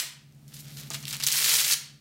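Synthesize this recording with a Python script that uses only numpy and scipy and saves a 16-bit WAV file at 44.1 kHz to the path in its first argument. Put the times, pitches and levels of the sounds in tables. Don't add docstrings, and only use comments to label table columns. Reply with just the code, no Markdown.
import sys
import numpy as np
from scipy import signal
from scipy.fft import rfft, irfft
from scipy.io import wavfile
from scipy.ndimage import uniform_filter1d

SR = 44100
rng = np.random.default_rng(int(sys.argv[2]) if len(sys.argv) > 2 else 0)


def wav_record(signal):
    frames = np.transpose(np.atleast_2d(signal))
    bounded = np.clip(frames, -1, 1)
    quanta = np.round(bounded * 32767).astype(np.int16)
    wavfile.write(sys.argv[1], SR, quanta)


def gain_from_db(level_db):
    decades = np.asarray(level_db, float) / 20
    return 10 ** decades


N = 88508
LEAD = 20000


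# time in seconds, level in dB, brightness in dB (up for highs, down for lows).
RIP = [
    (1.343, -26, 0.1),
    (1.53, -22, 0.072),
    (1.542, -20.5, 0.072),
    (1.615, -23.5, 0.055),
    (1.622, -27.5, 0.089),
    (1.697, -24.5, 0.1),
    (1.703, -24.5, 1),
    (1.74, -25.5, 0.16),
    (1.761, -48, 0.1),
]
# frequency in Hz, level in dB per Hz.
TAPE = [(150, -42), (250, -25.5), (468, -18.5), (723, -19), (1350, -10), (1950, -6), (4570, -1.5),
        (13000, -6), (16000, -9)]


def rip():
    earlier = [(-.4, -21.5, 0), (.0019, -21.5, 0)]
    return crackle([earlier, RIP], TAPE, per_s=6000, spread_db=3.6, hiss_db=-7, cycles=6, clump_db=.6)


# time in seconds, level in dB, brightness in dB.
JERKS = [
    (1.223, -33, -1),
    (1.24, -28, 0),
    (1.263, -40, 0),
    (1.2655, -24, 0),
    (1.275, -21, 1),
    (1.29, -29, 0),
    (1.318, -30, 0),
    (1.325, -23, 0),
    (1.345, -26, 0),
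]


def jerks():
    return crackle([JERKS], TAPE, per_s=1300, spread_db=3.5, hiss_db=-9, cycles=6, clump_db=1)


# time in seconds, level in dB, brightness in dB.
PICKING = [
    [(.905, -36, -1), (.932, -52.5, -18), (.937, -39, -7), (.95, -33.5, -6), (.975, -52, 2),
     (1.026, -57, 9), (1.031, -47, -12.5), (1.05, -59, -11)],
    [(1.057, -61, -10), (1.078, -36.5, -3), (1.084, -34.5, 2.5), (1.124, -39, -7.2), (1.129, -30.5, -1.5),
     (1.155, -39.5, -7.5), (1.196, -55, 7), (1.202, -48, -18), (1.219, -34.5, -4.5)],
]


def picking():
    return crackle(PICKING, TAPE, per_s=510, spread_db=1.5, hiss_db=-.5, cycles=2.3, clump_db=.9)


# time in seconds, peak level in dB, pitch in Hz.
SNAPS = [(0.3242, -48, 5800), (0.3479, -51, 7800), (0.4805, -38, 6500), (0.5421, -30, 4200),
         (0.5913, -32, 6300), (0.6056, -30, 9000), (0.6548, -38, 2600), (0.6829, -33, 5000),
         (0.7071, -33, 5000), (0.7986, -29, 13300), (0.8345, -30, 4000), (0.9034, -17, 5600),
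         (0.9353, -20, 6100), (0.9441, -20, 4300), (0.9469, -21, 6500), (1.0279, -27, 5800),
         (1.0541, -19, 3100), (1.0707, -25, 3100), (1.0809, -18, 3200), (1.109, -19, 4300),
         (1.1278, -15, 4400), (1.1676, -19, 13100), (1.1999, -19, 4400), (1.209, -20, 3100),
         (1.2383, -7, 4700), (1.2667, -7, 6200), (1.2728, -9, 5800), (1.2854, -7, 4600), (1.3243, -7, 5000),
         (1.444, -8, 4200)]


def snaps():
    cycles, edge_db, rattle_db, rattle_s = 6, 2, -12, .0007
    out = np.zeros(N + LEAD)
    t = np.arange(400) / SR
    band = signal.butter(2, [1500, 15500], "band", fs=SR, output="sos")
    for s, db, hz in SNAPS:
        kick = gain_from_db(rattle_db) * rng.standard_normal(400) * np.exp(-t / rattle_s)
        kick[0] = 1
        snap = ring(kick, hz, cycles / hz) - gain_from_db(edge_db) * np.roll(kick, 1)
        snap = signal.sosfilt(band, snap)
        i = int(s * SR) + LEAD
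        out[i:i + 400] += gain_from_db(db) * snap / np.abs(snap).max()
    return out


# time in
# seconds, level in dB, brightness in dB.
HANDLING = [
    [(.478, -61, 6), (.53, -55, -5), (.541, -47.5, 7), (.575, -47.5, -5.5), (.608, -51.5, 9.5),
     (.622, -59, 1.5), (.661, -49.5, -3)],
    [(.665, -55, -8), (.705, -49, -5.2), (.72, -52, -1), (.76, -51.5, 2.5), (.775, -42, -2),
     (.812, -44.5, 0.5), (.826, -52.5, -9), (.89, -53, 3)],
]
# frequency in Hz, level in dB per Hz.
CLOTH = [(240, -35), (400, -7.5), (964, -15.5), (1220, -9), (1400, -6.5), (4110, 0.5), (9760, -5.5),
         (13300, -2.5), (16000, -11.5)]


def handling():
    return crackle(HANDLING, CLOTH, per_s=500, spread_db=6, hiss_db=5.5, cycles=2.4, clump_db=.8)


# time in seconds, level in dB.
KNOCKS = [
    (0.029, -47),
    (.905, -38.5),
    (.946, -45.5),
    (1.489, -39),
]
# frequency in Hz, level in dB, seconds to fade by 60 dB.
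KNOCK_MODES = [(335, -9.5, 0.061), (464, -9, 0.042), (665, -3.9, 0.1), (878, -2.5, 0.035),
               (1233, -0.3, 0.046)]


def knocks():
    s, db = np.transpose(KNOCKS)
    luck_db = rng.normal(0, 1.67, (len(s), len(KNOCK_MODES)))
    out = 0
    for k, (hz, level_db, t60) in enumerate(KNOCK_MODES):
        clicks = np.zeros(N + LEAD)
        clicks[(s * SR).astype(int) + LEAD] = gain_from_db(db + level_db + luck_db[:, k]) * (-1) ** k
        out = out + ring(clicks, hz, t60)
    return out


# time in seconds, boost in dB.
SURGES = [(.568, 4), (1.229, 6), (1.272, 3), (1.313, 2), (1.328, 3.5), (1.345, 0), (1.376, 3.5),
          (1.454, 4.5), (1.502, 2.5), (1.549, 3), (1.6, 4.5), (1.647, 6), (1.685, 1.5), (1.718, 6),
          (1.734, 7)]


def surge(x):
    surge_s = .009
    t = (np.arange(len(x)) - LEAD) / SR
    swell_db = sum(db * np.exp(-((t - s) / surge_s) ** 2) for s, db in SURGES)
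    middle = signal.sosfilt(signal.butter(1, [3000, 8000], "band", fs=SR, output="sos"), x)
    return x + (gain_from_db(swell_db) - 1) * middle


def crackle(moves, spectrum, per_s, spread_db, hiss_db, cycles, clump_db):
    n, silent_db = N + LEAD, -120
    rows = []
    for move in moves:
        rows += [(move[0][0] - .002, silent_db, 0), *move, (move[-1][0] + .002, silent_db, 0)]
    clump = drift(90)
    sizes = gain_from_db(spread_db * np.minimum(rng.exponential(1, n), 3.5)) * rng.choice([-1, 1], n)
    slips = sizes * (rng.random(n) < per_s * gain_from_db(2 * clump) / SR)
    dealt = rng.integers(0, 18, n)
    rings = 0
    for k, hz in enumerate(np.geomspace(2000, 15000, 18)):
        rings = rings + ring(slips * (dealt == k), hz, cycles / hz)
    hiss = gain_from_db(hiss_db) * rng.standard_normal(n)
    x = coloured(rms_one(rings) + hiss, spectrum)
    low = signal.sosfilt(signal.butter(1, 4000, fs=SR, output="sos"), x)
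    tilt = gain_from_db(in_time(rows, 2))
    return gain_from_db(in_time(rows, 1) + clump_db * clump) * (low / tilt + (x - low) * tilt)


def ring(clicks, hz, t60):
    r, w = gain_from_db(-60 / (t60 * SR)), 2 * np.pi * hz / SR
    return signal.lfilter([0, np.sin(w)], [1, -2 * r * np.cos(w), r * r], clicks + 1e-18)


def drift(rate):
    r = np.exp(-2 * np.pi * rate / SR)
    return rms_one(signal.lfilter([1], [1, -2 * r, r * r], rng.standard_normal(N + LEAD)))


def coloured(x, spectrum):
    bins = rfft(x)
    hz = np.maximum(np.arange(len(bins)) * SR / len(x), 1)
    own = np.sqrt(uniform_filter1d(np.abs(bins) ** 2, size=1500))
    return rms_one(irfft(bins / own * gain_from_db(at_hz(spectrum, hz)), len(x)))


def rms_one(x):
    return x / np.sqrt(np.mean(x ** 2) + 1e-20)


def in_time(rows, column):
    rows = np.array(rows)
    return np.interp((np.arange(N + LEAD) - LEAD) / SR, rows[:, 0], rows[:, column])


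def at_hz(points, hz):
    table_hz, value = np.transpose(points)
    return np.interp(np.log(hz), np.log(table_hz), value)


# frequency in Hz, seconds to fade by 60 dB.
ROOM = [(400, 0.56), (1300, 0.52), (3500, 0.47), (9000, 0.33), (15000, 0.26)]


def room(x):
    room_db, first_echo_s = -9, .0018
    t = np.arange(SR // 2) / SR
    edges = 200 * 2 ** np.arange(0, 6.6, .5)
    tail = 0
    for low, high in zip(edges, edges[1:]):
        sos = signal.butter(2, [low, high], "band", fs=SR, output="sos")
        band = signal.sosfilt(sos, rng.standard_normal(len(t)))
        tail = tail + band * gain_from_db(-60 * t / at_hz(ROOM, np.sqrt(low * high)))
    tail = tail * np.clip(t / first_echo_s - 1, 0, 1)
    tail = tail / np.sqrt(np.sum(tail ** 2))
    return gain_from_db(room_db) * signal.fftconvolve(x, tail)[:len(x)]


# multiple of its turning rate, level in dB.
ORDERS_A = [(2.0, -11), (3.0, -7.5), (4.0, -8), (5.0, 5.5), (6.0, 2), (9.0, -5.5), (10.0, -14),
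            (11.0, -6.5), (12.0, -16.5), (15.0, -16)]
# multiple of its turning rate, level in dB.
ORDERS_B = [(2.0, 11.5), (3.0, 0.4), (4.0, -23.5), (5.0, -21.5)]
# frequency in Hz, level in dB per Hz.
AIR = [(20, -28), (80, -21.5), (150, -12), (320, -26.5), (660, -28), (950, -33.5), (5000, -35.5),
       (15000, -40.5)]
# time in seconds, level in dB.
GAIN = [(0, -72.5), (.2, -68.5), (.6, -60), (.95, -56.5), (1.27, -59.5), (1.3, -64), (1.7, -67.5),
        (2.0, -67.5)]


def hum():
    motor_a_hz, motor_b_hz, beat_null_s, air_db = 26.52, 71.4, 1.007, 2.5
    t = (np.arange(N + LEAD) - LEAD) / SR - beat_null_s
    a = sum(gain_from_db(db) * np.cos(2 * np.pi * round(k) * motor_a_hz * t + k * (k - 5)) for k, db in ORDERS_A)
    b = sum(gain_from_db(db) * np.cos(2 * np.pi * round(k) * motor_b_hz * t + k - 2) for k, db in ORDERS_B)
    air = gain_from_db(air_db) * coloured(rng.standard_normal(len(t)), AIR)
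    return gain_from_db(in_time(GAIN, 1)) * (np.sqrt(2) * (a - b) + air)


def scene():
    strap = surge(handling() + picking() + jerks() + rip() + snaps() + knocks())
    return (strap + room(strap) + hum())[None, LEAD:]


def band_limit(x):
    return signal.sosfilt(signal.butter(12, 16880, fs=SR, output="sos"), x)


def record(dry):
    rounded = .8 * np.tanh(dry / .8)
    cut = signal.sosfilt(signal.ellip(8, .5, 45, 15800, fs=SR, output="sos"), rounded)
    return band_limit(cut)


dry = scene()
out = record(dry)
wav_record(out)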